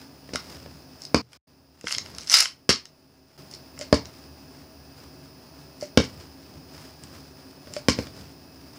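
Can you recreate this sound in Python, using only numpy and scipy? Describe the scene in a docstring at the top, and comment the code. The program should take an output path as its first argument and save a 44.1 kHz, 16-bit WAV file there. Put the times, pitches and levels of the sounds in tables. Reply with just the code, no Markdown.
"""Pellet bottles landing on a book

Small plastic bottles holding a few hard pellets are flicked, tumble and land on a hardcover book
on carpet. Each landing thumps the book, rings the hollow bottle and throws pellets against its wall.
Cloth rustles and a small room answers, through a small peaky microphone with a faint whine.
The sound runs in four stretches, each with its own room tone level, and one short silence."""
import sys
import numpy as np
from scipy import signal
from scipy.fft import rfft, irfft
from scipy.io import wavfile
from scipy.ndimage import uniform_filter1d

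SR = 44100
rng = np.random.default_rng(int(sys.argv[2]) if len(sys.argv) > 2 else 0)


def generate_wav(sig):
    """Save sig (samples, or channels by samples) to the path in sys.argv[1] as 16-bit PCM at SR."""
    pcm = np.round(np.clip(np.atleast_2d(sig).T, -1, 1) * 32767).astype(np.int16)
    wavfile.write(sys.argv[1], SR, pcm)


N = 387198
T = np.arange(N) / SR

# audible stretches: start/s, end/s, room tone level/dB
STRETCHES = [(0, 1.217, -49), (1.222, 1.372, -63), (1.473, 3.372, -57.5), (3.377, 8.98, -48)]
# bottle wall modes: f/Hz, level/dB, t60/s
WALL_MODES = [(620, -13, 0.012), (1460, -2.5, 0.0067), (2093, 0, 0.007), (2920, 1.5, 0.0054),
              (4330, 2.5, 0.0033), (5470, 3, 0.0048), (6386, 8.5, 0.0021), (7530, 4, 0.003),
              (9400, 10.5, 0.001), (12300, -4, .002), (14000, -16.5, .002)]


def undb(db):
    return 10 ** (np.asarray(db) / 20)


def unit(x):
    """Scale to rms 1."""
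    return x / np.sqrt(np.mean(x ** 2))


def ring(x, hz, t60):
    """One decaying mode driven by x."""
    p = np.exp(2j * np.pi * hz / SR - np.log(1000) / (t60 * SR))
    return signal.lfilter([0, p.imag], [1, -2 * p.real, abs(p) ** 2], x)


def shaped(points, size):
    """Noise with a spectrum of (Hz, dB) points."""
    hz, db = np.transpose(points)
    f = np.arange(size // 2 + 1) * SR / size + 1
    return unit(irfft(rfft(rng.standard_normal(size)) * undb(np.interp(np.log(f), np.log(hz), db)), size))


def add(out, s, x):
    """Mix x into out from time s."""
    i = int(s * SR)
    out[i:i + len(x)] += x[:len(out) - i]


def random_gain(depth_db, samples):
    """Random gain, smoothed over samples; depth_db is rms."""
    return undb(depth_db * unit(uniform_filter1d(rng.standard_normal(N), samples)))


def swell(starts_s, holds_s, levels_db, rise_db_per_s, fall_db_per_s):
    """Gain of events that rise, hold and fall at steady dB slopes."""
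    return sum(undb(db + np.minimum(0, rise_db_per_s * (T - s))
                    - fall_db_per_s * np.maximum(0, T - s - hold_s))
               for s, hold_s, db in zip(starts_s, holds_s, levels_db))


def bump(x, hz, width_hz, db):
    """Lift a band around hz."""
    return x + (undb(db) - 1) * signal.lfilter(*signal.iirpeak(hz, hz / width_hz, SR), x)


def room_tone():
    """Steady hush with narrow peaks, drifting a little in level."""
    # hush spectrum: f/Hz, density/dB
    hush_spectrum = [(15, -65), (25, -31.5), (76, -2), (200, -4.5), (263, -3), (489, -8), (677, -8.5),
                     (775, -9), (2160, -23), (3920, -25.5), (5000, -13.5), (8360, -45), (13600, -37.5),
                     (14800, -27), (16000, -36)]
    # peaks in the hush: f/Hz, width/Hz, lift/dB
    hush_peaks = [(72, 6.3, 14), (145.5, 8.2, 12.5), (268.6, 17, 12), (372.6, 17, 7), (643.4, 8, 10),
                  (1660, 10, 11), (2600, 120, 9.5), (5070, 370, 3.5), (9530, 840, 20), (10840, 110, 7)]
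    hush = shaped(hush_spectrum, N)
    for hz, width_hz, db in hush_peaks:
        hush = bump(hush, hz, width_hz, db)
    return unit(hush) * random_gain(0.23, 9000)


def electronics_whine():
    """Faint high sine from the electronics."""
    # whine in the first stretch: f/Hz, rms level/dB
    whine_tones = [(15000, -66)]
    return sum(undb(db) * np.sqrt(2) * np.sin(2 * np.pi * hz * T) for hz, db in whine_tones)


def strike(modes, push, scatter_db, detune=0., resonator=ring):
    """Modes rung by one push, each with random strength and a shift from the load on it; peak 1."""
    strengths, shifts = rng.standard_normal((2, len(modes)))
    y = sum(undb(db + scatter_db * strength) * resonator(push, hz * (1 + detune * shift), t60)
            for strength, shift, (hz, db, t60) in zip(strengths, shifts, modes))
    return y / np.abs(y).max()


def light_contact(x):
    """Small light things radiate no bass; their contact is too soft for the top treble."""
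    low_cut = signal.butter(2, 800, "high", fs=SR, output="sos")
    high_cut = signal.butter(2, 10500, fs=SR, output="sos")
    return signal.sosfilt(np.vstack([low_cut, high_cut]), x)


def pellets(hits_per_s, spread_db):
    """Random pellet hits on the wall, each mode taking its own share; rms 1."""
    hits = (rng.random(N) < hits_per_s / SR) * undb(spread_db * np.minimum(rng.exponential(size=N), 3.5))
    rattle = sum(undb(db) * ring(hits * rng.standard_normal(N), hz, t60) for hz, db, t60 in WALL_MODES)
    return unit(light_contact(rattle))


def knocks():
    """Each blow cracks, thumps the book and rings the bottle; thrown pellets bounce, then settle."""
    # blows: t/s, thump peak/dB, crack peak/dB, bottle peak/dB, pellet level/dB, contact/ms
    blows = [(0.291, -33.5, -38, -51, -58, 0.51), (.335, -21.5, -43, -50, -33.5, 0.34),
             (.350, -23, -45, -24, -47, 0.15), (0.661, -36, -35.5, -36.5, -73, .7),
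             (1.145, -1, -5, -17, -41, 0.16), (1.157, -15, -37, -41, -33.5, 1.8),
             (1.842, -24.5, -41, -60, -59, 0.21), (2.692, -7, -7.5, -16, -11.5, 0.53),
             (3.796, -51, -55, -37, -61, 0.36), (3.812, -49, -34.5, -27.5, -35.5, 0.37),
             (3.927, 1.4, -6.5, -3.5, -42, 0.96), (3.941, -13, -18, -47, -30.5, 1.1),
             (5.825, -45, -47, -22.5, -46.5, 0.82), (5.974, 4.5, -2.5, -18, -30, 0.67),
             (6.001, -7.5, -23, -52, -35.5, 0.58), (6.038, -20.5, -31, -55, -41.5, 1.7),
             (6.198, -42, -48, -68, -49, 1.3), (7.672, -89, -41, -37, -60, 2.1),
             (7.706, -59, -50, -41.5, -66, .8), (7.765, -48, -22.5, -22.5, -43, 0.4),
             (7.885, -1, -3.5, -47, -22.5, 1.1), (7.896, -31, -31, -40, -29.5, 0.83),
             (7.988, -11, -22.5, -47, -42.5, 0.66), (8.070, -41, -30.5, -48, -69, 0.8)]
    # modes of cover, pages and floor: f/Hz, level/dB, t60/s
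    book_modes = [(84, -11, 0.19), (124, -13.5, 0.27), (186.2, -5, 0.16), (247, -1.5, 0.086),
                  (291.4, 11, 0.033), (399.4, -3.5, 0.11), (454.2, -3, 0.13), (508, 10, 0.034),
                  (890, -8, 0.05), (1350, -27.5, 0.017), (1572, -7.5, 0.048), (2050, -6.5, 0.02)]
    # air and shell of each bottle: in use until/s, modes (f/Hz, level/dB, t60/s)
    bottles = [(1.3, [(590, 17, 0.04), (897, -13, 0.12)]), (3.385, [(377, -2.5, 0.23), (439, 1, 0.15)]),
               (9, [(592.5, 1, 0.075)])]
    crack_hz, crack_decay_s = 1574, 0.0025
    crack_spectrum = [(crack_hz / 4, -20), (crack_hz, 0), (crack_hz * 2, -9), (5500, -14), (16000, -44)]
    bounce_s, settle_s = 0.0027, 0.018
    impacts, thrown = np.zeros(N), np.zeros(N)
    t = T[:SR // 2]
    for s, thump_db, crack_db, bottle_db, pellet_db, contact_ms in blows:
        push = np.where(t < contact_ms / 1000, np.sin(np.pi * t * 1000 / contact_ms), 0)
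        crack = shaped(crack_spectrum, len(t)) * np.exp(-t / crack_decay_s)
        crack /= np.abs(crack).max()
        thump = undb(thump_db) * strike(book_modes, push, scatter_db=0.53, detune=0.046)
        t60_share = 0.5 if thump_db > bottle_db else 1  # standing on the book damps the bottle
        free_modes = next(modes for until_s, modes in bottles if s < until_s)
        bottle_modes = [(hz, db, t60 * t60_share) for hz, db, t60 in free_modes]
        hollow = undb(bottle_db) * strike(bottle_modes, push, scatter_db=0)
        add(impacts, s, undb(crack_db) * crack - thump - hollow)  # cover recedes: pressure drops first
        add(thrown, s, undb(pellet_db) * np.exp(-np.maximum(t - bounce_s, 0) / settle_s))
    rattle = thrown * pellets(hits_per_s=4000, spread_db=5)
    dulling = signal.butter(1, 6000, fs=SR, output="sos")  # pellets on pellets sound duller
    return impacts + signal.sosfilt(dulling, rattle)


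def rustle():
    """Sleeves and hands on cloth and carpet: fine grains over a dull shuffle through the floor."""
    # movements: full from/s, hold/s, grain level/dB, shuffle level/dB
    cloth_moves = [(.3, 0.016, -69, -49), (0.365, 0.017, -50, -73), (0.487, 0.063, -49, -46.5),
                   (0.646, 0.097, -62, -50), (1.333, 0.021, -57, -78.5), (1.961, 0.24, -52.5, -48),
                   (3.393, 0.018, -62, -57.5), (4.06, 0.013, -59.5, -48.5), (4.526, 0.068, -68, -81),
                   (4.99, 0.024, -57.5, -78), (6.095, 0.11, -57, -49), (6.503, 0.073, -66, -48),
                   (6.74, 0.11, -52, -61), (7.04, 0.0068, -58, -52), (7.147, 0.015, -52.5, -48.5),
                   (7.68, 0.083, -63, -50), (7.983, 0.018, -48.5, -37), (8.17, 0.045, -52, -47)]
    starts_s, holds_s, fine_db, dull_db = np.transpose(cloth_moves)
    slopes = dict(rise_db_per_s=297, fall_db_per_s=138.5)
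    grain = random_gain(2.1, 200)
    hiss = shaped([(300, -0.5), (1200, -3.5), (3500, -10), (5200, -10), (9000, -16.5), (16000, -21.5)], N)
    shuffle = shaped([(30, -32), (70, 9.5), (250, 0.5), (600, -9.5), (2000, -50.5)], N)
    tone_gain = sum(undb(db) * ((T >= start_s) & (T < end_s)) for start_s, end_s, db in STRETCHES)
    fidget = undb(-13) * tone_gain * random_gain(3, 4000)  # cloth never lies quite still
    fine = (swell(starts_s, holds_s, fine_db, **slopes) + fidget) * unit(hiss * grain)
    return fine + swell(starts_s, holds_s, dull_db, **slopes) * shuffle


def soft_ring(x, hz, t60):
    """A mode that swells briefly before it dies: light contacts have no sharp edge."""
    return ring(ring(x, hz, t60), hz, t60) * 2 * np.e * np.log(1000) / (t60 * SR)


def ticks():
    """Single pellets and nails ring the wall: heavy hits its low modes, glancing ones its high modes."""
    # hits on the wall: t/s, level/dB, low mode offset/dB, high mode offset/dB
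    wall_hits = [(0.3575, -12, 6, 2), (1.0192, -29, -45.5, 0), (1.036, -36.5, -28, -5),
                 (1.0515, -28, -25, -2.5), (1.066, -43.5, -14.5, -29), (1.3317, -35, 5.5, 5),
                 (1.8114, -32, 4.5, 4), (1.87, -16.5, 16, -24), (1.8831, -21, 5, -27),
                 (1.909, -18, 18.5, -14.5), (1.924, -14.5, 0, -2.5), (1.935, -35, -26.5, -19.5),
                 (1.9484, -16.5, 1.5, -34.5), (1.9831, -14, -3, -4.5), (2.0607, -29.5, 5, -31),
                 (2.149, -34, -23, -10), (2.184, -22, -3, -1.5), (2.209, -31, -28, -18.5),
                 (2.2727, -26.5, -11, -9.5), (2.298, -10, -10, -9.5), (2.318, -10, -50, 6.5),
                 (2.322, -18.5, -24.5, -2), (2.340, 1, -2.5, -27.5), (2.346, -7, -48, 3.5),
                 (2.364, -31.5, -24.5, -17.5), (2.381, -36, -21, -38.5), (2.4064, -4.5, -4, 4),
                 (2.456, -14, 10, -31), (2.759, -27.5, -25, -22), (2.8548, -29.5, 2.5, -1),
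                 (3.5126, -32.5, -23, 2), (3.5378, -30.5, -23, -48), (3.549, -35, -32, 3),
                 (3.777, -34, 24.5, -4), (3.7909, -25, -10, 8), (4.0555, -31.5, -2, -52),
                 (5.811, -32.5, -32, -17), (7.037, -28, 1, 7.5), (7.7374, -24.5, -1, 9)]
    out = np.zeros(N)
    impulse = (T[:4096] == 0) * 1.
    for s, db, low_db, high_db in wall_hits:
        modes = [(hz, mode_db + np.interp(hz, [3000, 4300, 6200, 7700], [low_db, 0, 0, high_db]), t60)
                 for hz, mode_db, t60 in WALL_MODES]
        add(out, s, undb(db) * strike(modes, impulse, scatter_db=2.5, detune=0.05, resonator=soft_ring))
    return light_contact(out)


def pellet_pours():
    """Pellets pour over one another as a bottle turns."""
    # pellet flows: full from/s, hold/s, level/dB
    flows = [(1.014, 0.04, -55), (1.883, 0.061, -38.5), (2.215, 0.0085, -46), (2.327, 0.086, -22),
             (3.526, 0.022, -54.5), (3.8, 0.0057, -52), (5.824, 0.0087, -46.5), (7.753, 0.01, -45.5)]
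    flow = swell(*np.transpose(flows), rise_db_per_s=498.5, fall_db_per_s=379)
    return flow * pellets(hits_per_s=2600, spread_db=5.6)


def room():
    """Impulse response: direct sound, then noise bands dying at their own pace."""
    # reverberation bands: f/Hz, level/dB, t60/s
    reverb_bands = [(255, -4, 0.2), (1050, 2.5, 0.2), (2218, 1, 0.23), (4330, 11, 0.19),
                    (10600, -10.5, 0.31)]
    build_s, tail_db = 0.0037, -11
    t, tail = T[:SR // 2], 0
    for hz, db, t60 in reverb_bands:
        band = shaped([(hz / 8, -50), (hz, 0), (hz * 4, -30)], len(t))
        tail += undb(db) * band * np.exp(-np.log(1000) * t / t60)
    tail *= 1 - np.exp(-t / build_s)
    return (t == 0) + undb(tail_db) * tail / np.sqrt(np.sum(tail ** 2))


def mic_port(x):
    """The port in front of the capsule resonates."""
    return bump(x, hz=5045, width_hz=520, db=10.5)


def scene():
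    """Bottles, cloth and room tone; events ring on only until their stretch ends."""
    bottles = knocks() + ticks() + pellet_pours()
    tone, whine, cloth = room_tone(), electronics_whine(), rustle()
    first_tone_db = STRETCHES[0][2]
    out = np.zeros(N)
    for start_s, end_s, tone_db in STRETCHES:
        on = ((T >= start_s) & (T < end_s)) * 1.
        in_room = signal.fftconvolve(bottles * on, room())[:N]
        background = undb(tone_db) * tone + undb(tone_db - first_tone_db) * whine
        out += uniform_filter1d(on, 260) * (mic_port(in_room + cloth) + background)  # 6 ms fades
    return out[None]


def record(dry):
    """Bass cut, faint circuit rumble while sound passes, rounded peaks, steep treble cut."""
    low_cut_hz, high_cut_hz, drive = 68, 15700, 1.1
    thinned = signal.sosfilt(signal.butter(6, low_cut_hz, "high", fs=SR, output="sos"), dry)
    rumble = undb(-82) * shaped([(20, -7.5), (60, -5.5), (150, -48.5)], N) * (np.abs(dry) > 1e-7)
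    rounded = np.tanh(drive * (thinned + rumble)) / drive
    return signal.sosfilt(signal.ellip(8, 0.2, 70, high_cut_hz, fs=SR, output="sos"), rounded)


dry = scene()
out = record(dry)
generate_wav(out)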